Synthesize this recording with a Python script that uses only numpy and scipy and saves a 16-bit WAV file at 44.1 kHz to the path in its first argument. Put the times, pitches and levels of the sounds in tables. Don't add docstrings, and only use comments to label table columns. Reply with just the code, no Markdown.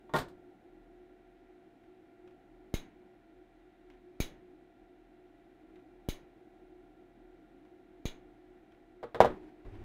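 import sys
import numpy as np
from scipy import signal
from scipy.fft import rfft, irfft, next_fast_len
from scipy.io import wavfile
from scipy.ndimage import map_coordinates

SR = 44100
rng = np.random.default_rng(int(sys.argv[2]) if len(sys.argv) > 2 else 0)


def to_wav(sig):
    pcm = np.clip(np.atleast_2d(sig), -1, 1) * 32767
    pcm = np.round(pcm).astype(np.int16)
    wavfile.write(sys.argv[1], SR, pcm.T)


N = 433944
RING = np.arange(SR // 2) / SR


def amp(db):
    return 10 ** (np.asarray(db) / 20)


def unit(x):
    return x / np.sqrt(np.mean(x ** 2) + 1e-20)


def along(points, hz):
    f, v = np.transpose(points)
    return np.interp(np.log(hz + 1), np.log(f + 1), v)


def wobble(rate):
    knots = rng.standard_normal(int(N * rate / SR) + 4)
    return map_coordinates(knots, [np.arange(N) * rate / SR])


def filtered(x, response):
    m = next_fast_len(len(x) + 8192)
    hz = np.fft.rfftfreq(m, 1 / SR)
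    return irfft(rfft(x, m) * response(hz), m)[:len(x)]


def noise(spectrum):
    return unit(filtered(rng.standard_normal(N), lambda hz: amp(along(spectrum, hz))))


def resonant(modes, order):
    hz = np.geomspace(10, SR / 2, 2000)
    power = 0
    for centre, width, db in modes:
        response = np.abs(hz * width / (centre * centre - hz * hz + 1j * hz * width))
        power = power + (amp(db) * response ** order) ** 2
    return np.column_stack([hz, 10 * np.log10(power)])


def impulse(spectrum, size=2048):
    cepstrum = irfft(np.log(amp(along(spectrum, np.fft.rfftfreq(size, 1 / SR)))))
    cepstrum[1:size // 2] *= 2
    cepstrum[size // 2 + 1:] = 0
    pulse = irfft(np.exp(rfft(cepstrum)))
    return pulse / np.abs(pulse).max()


def tail(spectrum, length):
    # frequency in Hz, t60 in s at length 1.
    room = [(100, 0.55), (400, 0.38), (1500, 0.26), (4000, 0.21), (6500, 0.2), (10000, 0.17), (16000, 0.14)]
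    hz, t, bands = signal.stft(rng.standard_normal(len(RING)), SR, nperseg=256)
    t60 = length * along(room, hz)[:, None]
    fading = signal.istft(bands * amp(-60 * t / t60), SR, nperseg=256)[1]
    colour = impulse(spectrum)
    return signal.fftconvolve(fading, colour / np.linalg.norm(colour))[:len(RING)]


def add(track, s, sound):
    part = track[max(round(s * SR), 0):][:len(sound)]
    part += sound[:len(part)]


def ringing(modes):
    hz, db, t60 = np.transpose(modes)[:, :, None]
    strength = amp(db + 2.1 * rng.standard_normal(hz.shape) - 60 * RING / t60)
    sign = (-1) ** np.arange(len(modes))[:, None]
    onset = 1 - np.exp(-RING / 0.0013)
    return np.sum(sign * strength * np.sin(2 * np.pi * hz * RING), axis=0) * onset


def contact(modes, knock_db, ring_db, clack_db, pitch=1):
    # frequency in Hz at pitch 1, relative level in dB per Hz.
    knock_colour = [(30, -43), (120, -6.5), (300, -11.5), (550, 4), (800, 1), (1050, -5), (1400, -25.5),
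                    (2500, -42.5), (5000, -31.5), (16000, -44)]
    # frequency in Hz, relative level in dB per Hz.
    clack_colour = [(200, 8), (800, 8), (1600, 7.5), (2600, -5), (3600, -3), (5000, -17), (8000, -24.5),
                    (12000, -28), (16000, -27)]
    colour = np.array(knock_colour) * [pitch, 1]
    sound = amp(knock_db - 19.5) * tail(colour, length=0.44)
    sound += amp(ring_db - 9) * ringing(modes)
    sharp_start = 1 + 2.47 * amp(-60 * RING / 0.017)
    sound += amp(clack_db - 0.5) * tail(clack_colour, length=0.86) * sharp_start
    soft = signal.butter(2, 4500, fs=SR, output="sos")
    add(sound, 0, amp(knock_db) * signal.sosfilt(soft, impulse(colour)))
    return sound


def fan():
    # centre in Hz, width in Hz at order 1, relative level in dB.
    housing = [(37.6, 5, -1.5), (270, 16, -9), (318, 44, -4.5), (362.5, 12.7, 1.5), (747.6, 31, -14.5),
               (1387, 50, -24)]
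    # frequency in Hz, relative level in dB per Hz.
    rumble = [(15, -9), (60, 0.5), (140, -4.5), (190, 3.5), (330, 3.5), (450, -0.5), (570, -3.5), (800, 0),
              (1000, -18.5), (1500, -39.5)]
    # frequency in Hz, relative level in dB per Hz.
    air = [(530, -31.5), (900, -7), (979, -2), (1040, -4), (1230, -6.5), (1420, -0.5), (1540, -2),
           (1940, -2), (2430, -5.5), (2620, -9.5), (3890, -12.5), (4600, -21), (15800, -35)]
    # frequency in Hz, typical level in dB rms.
    tone_rows = [(120, -80), (361, -72.5), (686.6, -73), (1961.4, -88), (2353.7, -91.5), (2746, -94.5)]
    # time in seconds, relative level in dB.
    drone_level = [(0.4, -58), (1.32, -64.5), (2.67, -60), (3.76, -66), (4.26, -62), (5.11, -64.5),
                   (5.77, -60.5), (8.54, -61.5), (8.9, -62.5)]
    mean_gain_db, swing_share = -.5, 0.57

    t = np.arange(N) / SR
    drone = amp(-59.5) * noise(resonant(housing, order=2)) + amp(-66.0) * noise(rumble)
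    level_db = np.interp(t, *np.transpose(drone_level))
    drone *= amp(mean_gain_db + swing_share * (level_db - level_db.mean()))
    tones = np.zeros(N)
    for hz, db in tone_rows:
        level = amp(db + 0.82 * wobble(3.0)) * np.sqrt(2)
        tones += level * np.sin(2 * np.pi * hz * t + 0.98 * wobble(3.4))
    hiss = amp(-75.5 + 0.25 * wobble(2.7)) * noise(air)
    return drone + tones + hiss


def iron():
    # start in seconds, strength in dB, slant from 0 (square) to 1 (glancing).
    clatter = [(.094, -51, 0.13), (0.1377, -23.5, 0.53), (0.1426, -25.5, 0.014), (.1547, -26, 0.64),
               (.162, -25, 0.83), (.172, -32.5, 0.62), (0.1858, -29.5, 0.95), (0.2054, -43.5, 1),
               (.283, -53.5, 0.99)]
    # frequency in Hz, relative level in dB, t60 in s.
    stand = [(148.7, -6, 0.23), (256.7, -12, 0.24), (361, -5, 0.17), (415, -14, 0.21), (506, -2.5, 0.092),
             (599, -1, 0.14), (738, -4.5, 0.17), (830, -25, 0.17), (904, 2.5, 0.16), (1070, -2, 0.12),
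             (1138, -2.5, 0.17), (1413, -11.5, 0.2), (1860, -10.5, 0.16), (3500, -21, 0.15)]
    # frequency in Hz, relative level in dB per Hz.
    scrape = [(1000, -16), (4000, 12), (6000, 2), (9000, 1.5), (11000, -4), (14000, 1.5), (16000, -12)]
    out = np.zeros(N)
    for s, db, slant in clatter:
        ring_db = db + 6.5 + slant * -15.5
        clack_db = db - 16 + slant * 5
        scrape_db = db - 37 + slant * 23
        add(out, s, contact(stand, db, ring_db, clack_db, pitch=1.11))
        add(out, s, amp(scrape_db) * tail(scrape, length=0.77))
    return out


def ticks():
    # start in seconds, relative level in dB.
    touches = [(1.8366, -74.5), (2.276, -69), (3.901, -65), (5.7577, -68.5), (7.651, -73), (8.7198, -70.5),
               (9.7513, -76)]
    # frequency in Hz, relative level in dB per Hz.
    tick = [(300, 6), (1500, -1), (2300, 0.5), (3400, -5), (4500, -19), (6000, -18), (9000, -32),
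            (16000, -31)]
    slip_s, slip_db = 0.031, -7.5
    out = np.zeros(N)
    for s, db in touches:
        slip = slip_s * rng.uniform(.7, 1.3)
        for delay, level_db in [(0, db), (slip, db + slip_db)]:
            sharp_start = 1 + 2.6 * amp(-60 * RING / 0.024)
            add(out, s + delay, amp(level_db) * tail(tick, length=.8) * sharp_start)
    return out


def thump(width, rise, recoil, settle_hz):
    dip = np.sin(np.pi * np.minimum(RING / width, 1) ** 0.83)
    push = np.clip((RING - width) / rise, 0, 1) * amp(-60 * RING / 0.11)
    low_limit = signal.butter(3, settle_hz, "high", fs=SR, output="sos")
    return signal.sosfilt(low_limit, recoil * push - dip)


def snips():
    # start in seconds, then relative levels in dB of thump, jaw ring and fracture,
    # then the ping of the cut lead in Hz and its relative level in dB.
    cuts = [(2.7403, -20, -41.5, -46.5, 2146, -43.5), (4.2023, -19.5, -38, -41, 2280, -43),
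            (6.0872, -22, -43, -45, 3270, -55), (8.0545, -23, -41.5, -52.5, 2380, -47)]
    # centre in Hz, width in Hz, relative level in dB.
    jaws = [(346, 214, 0.5), (1410, 85, -9), (1970, 79, -7), (2185, 110, -1.5), (2390, 120, -0.5),
            (2940, 110, 1.5), (3180, 95, -11), (3400, 140, 2.5), (3850, 114, 5.5), (4200, 170, -7.5),
            (4860, 320, -20), (6370, 120, 2.5), (6700, 170, -2)]
    # frequency in Hz, relative level in dB, t60 in s.
    steel = [(1880, -21, 0.27), (2216, -3.5, 0.061), (2800, -12, 0.13), (3660, -12.5, 0.14),
             (3780, -13, 0.13), (4370, -28, 0.08), (6400, -13, 0.072), (6900, -25, 0.28)]
    # frequency in Hz, relative level in dB per Hz.
    bloom = [(100, -5), (330, 1), (550, -8), (850, -8.5), (1200, -14), (2000, -8), (4000, -24), (8000, -59)]
    # frequency in Hz, relative level in dB per Hz.
    fracture = [(500, 0), (3000, -1), (5400, 2), (8300, -5.5), (10000, 3.5), (13000, 1), (14800, 2.5),
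                (16000, 3.5)]
    out = np.zeros(N)
    for s, thump_db, jaws_db, fracture_db, ping_hz, ping_db in cuts:
        add(out, s, amp(thump_db) * thump(width=.0014, rise=0.00088, recoil=0.81, settle_hz=15))
        add(out, s, amp(thump_db - 32) * tail(bloom, length=2.26))
        add(out, s, amp(jaws_db) * tail(resonant(jaws, order=1), length=0.95))
        add(out, s, amp(jaws_db - 9) * ringing(steel))
        add(out, s, ringing([(ping_hz, ping_db, .1)]))
        sharp_start = 1 + 0.23 * amp(-60 * RING / .025)
        add(out, s, amp(fracture_db) * tail(fracture, length=1.06) * sharp_start)
    return out


def knocks():
    # start in seconds, strength in dB,
    # the rocking that follows in dB relative to it, extra metal clack in dB.
    landings = [(9.029, -36, 0, 0.5), (9.146, -26.5, -11.5, 5.5), (9.204, -2, -8, 1),
                (9.2466, -13, -6, -1.5), (9.3041, -47, -14, 6), (9.6506, -53.5, -20, 1)]
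    # frequency in Hz,
    # relative level in dB, t60 in s.
    bench = [(128, -8, 0.2), (234, -14, 0.21), (308, -23, 1.4), (371, -4, 0.31), (435, -11.5, 0.21),
             (473, 7, 0.12), (517, -5, 0.12), (585.6, 2, 0.16), (606, -25, 0.174), (855, -6, 0.13),
             (870, -22, .2), (1032, -6.5, 0.13), (1120, -10, 0.18), (1244, -10, 0.16), (1430, -30, 0.052),
             (1560, -12, 0.12), (1710, -44, 0.26), (1946, -22, 0.16)]
    rock_s = [.0052, .0094]
    medium_db, medium_ring_db, medium_clack_db = -19.5, -27, -43.5
    ring_growth, clack_growth = 0.63, 0.8
    out = np.zeros(N)
    for s, db, rocking_db, metal_db in landings:
        first = [(0.00018, db)]
        rocking = [(later, db + rocking_db) for later in rock_s]
        for delay, knock_db in first + rocking:
            force_db = knock_db - medium_db
            ring_db = medium_ring_db + ring_growth * force_db
            clack_db = medium_clack_db + clack_growth * force_db + metal_db
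            add(out, s + delay, contact(bench, knock_db, ring_db, clack_db))
    return out


def stroke(start, hold, release_db_per_s):
    attack_s = 0.018
    t = np.arange(N) / SR - start
    fade = amp(-release_db_per_s * np.maximum(t - attack_s - hold, 0))
    return np.clip(t / attack_s, 0, 1) * fade


def slides():
    # start in seconds, hold in seconds,
    # rub and shudder levels in dB before the grip varies them, release in dB per s.
    pushes = [(9.215, 0.018, -47.5, -65, 47), (9.643, .16, -54, -47.5, 60)]
    # frequency in Hz, relative level in dB per Hz.
    rub_colour = [(100, -28), (250, -1.5), (370, 8), (500, -13.5), (700, -7.5), (1100, -18.5), (2200, -20),
                  (4000, -34), (7000, -43.5), (16000, -52)]
    # frequency in Hz, relative level in dB per Hz.
    shudder_colour = [(15, 1), (40, 1.5), (70, -1.5), (110, -1), (160, -20), (300, -13.5), (800, -78)]
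    grip = amp(1.5 * wobble(45))
    rub, shudder = noise(rub_colour), noise(shudder_colour)
    out = np.zeros(N)
    for s, hold, rub_db, shudder_db, release in pushes:
        out += stroke(s, hold, release) * (amp(rub_db) * rub + amp(shudder_db) * shudder)
    return grip * out


def scene():
    return (fan() + iron() + ticks() + snips() + knocks() + slides())[None]


def record(dry):
    top_hz, edge_hz = 15720, 300
    return np.array([filtered(x, lambda hz: np.clip((top_hz - hz) / edge_hz + .5, 0, 1)) for x in dry])


dry = scene()
out = record(dry)
to_wav(out)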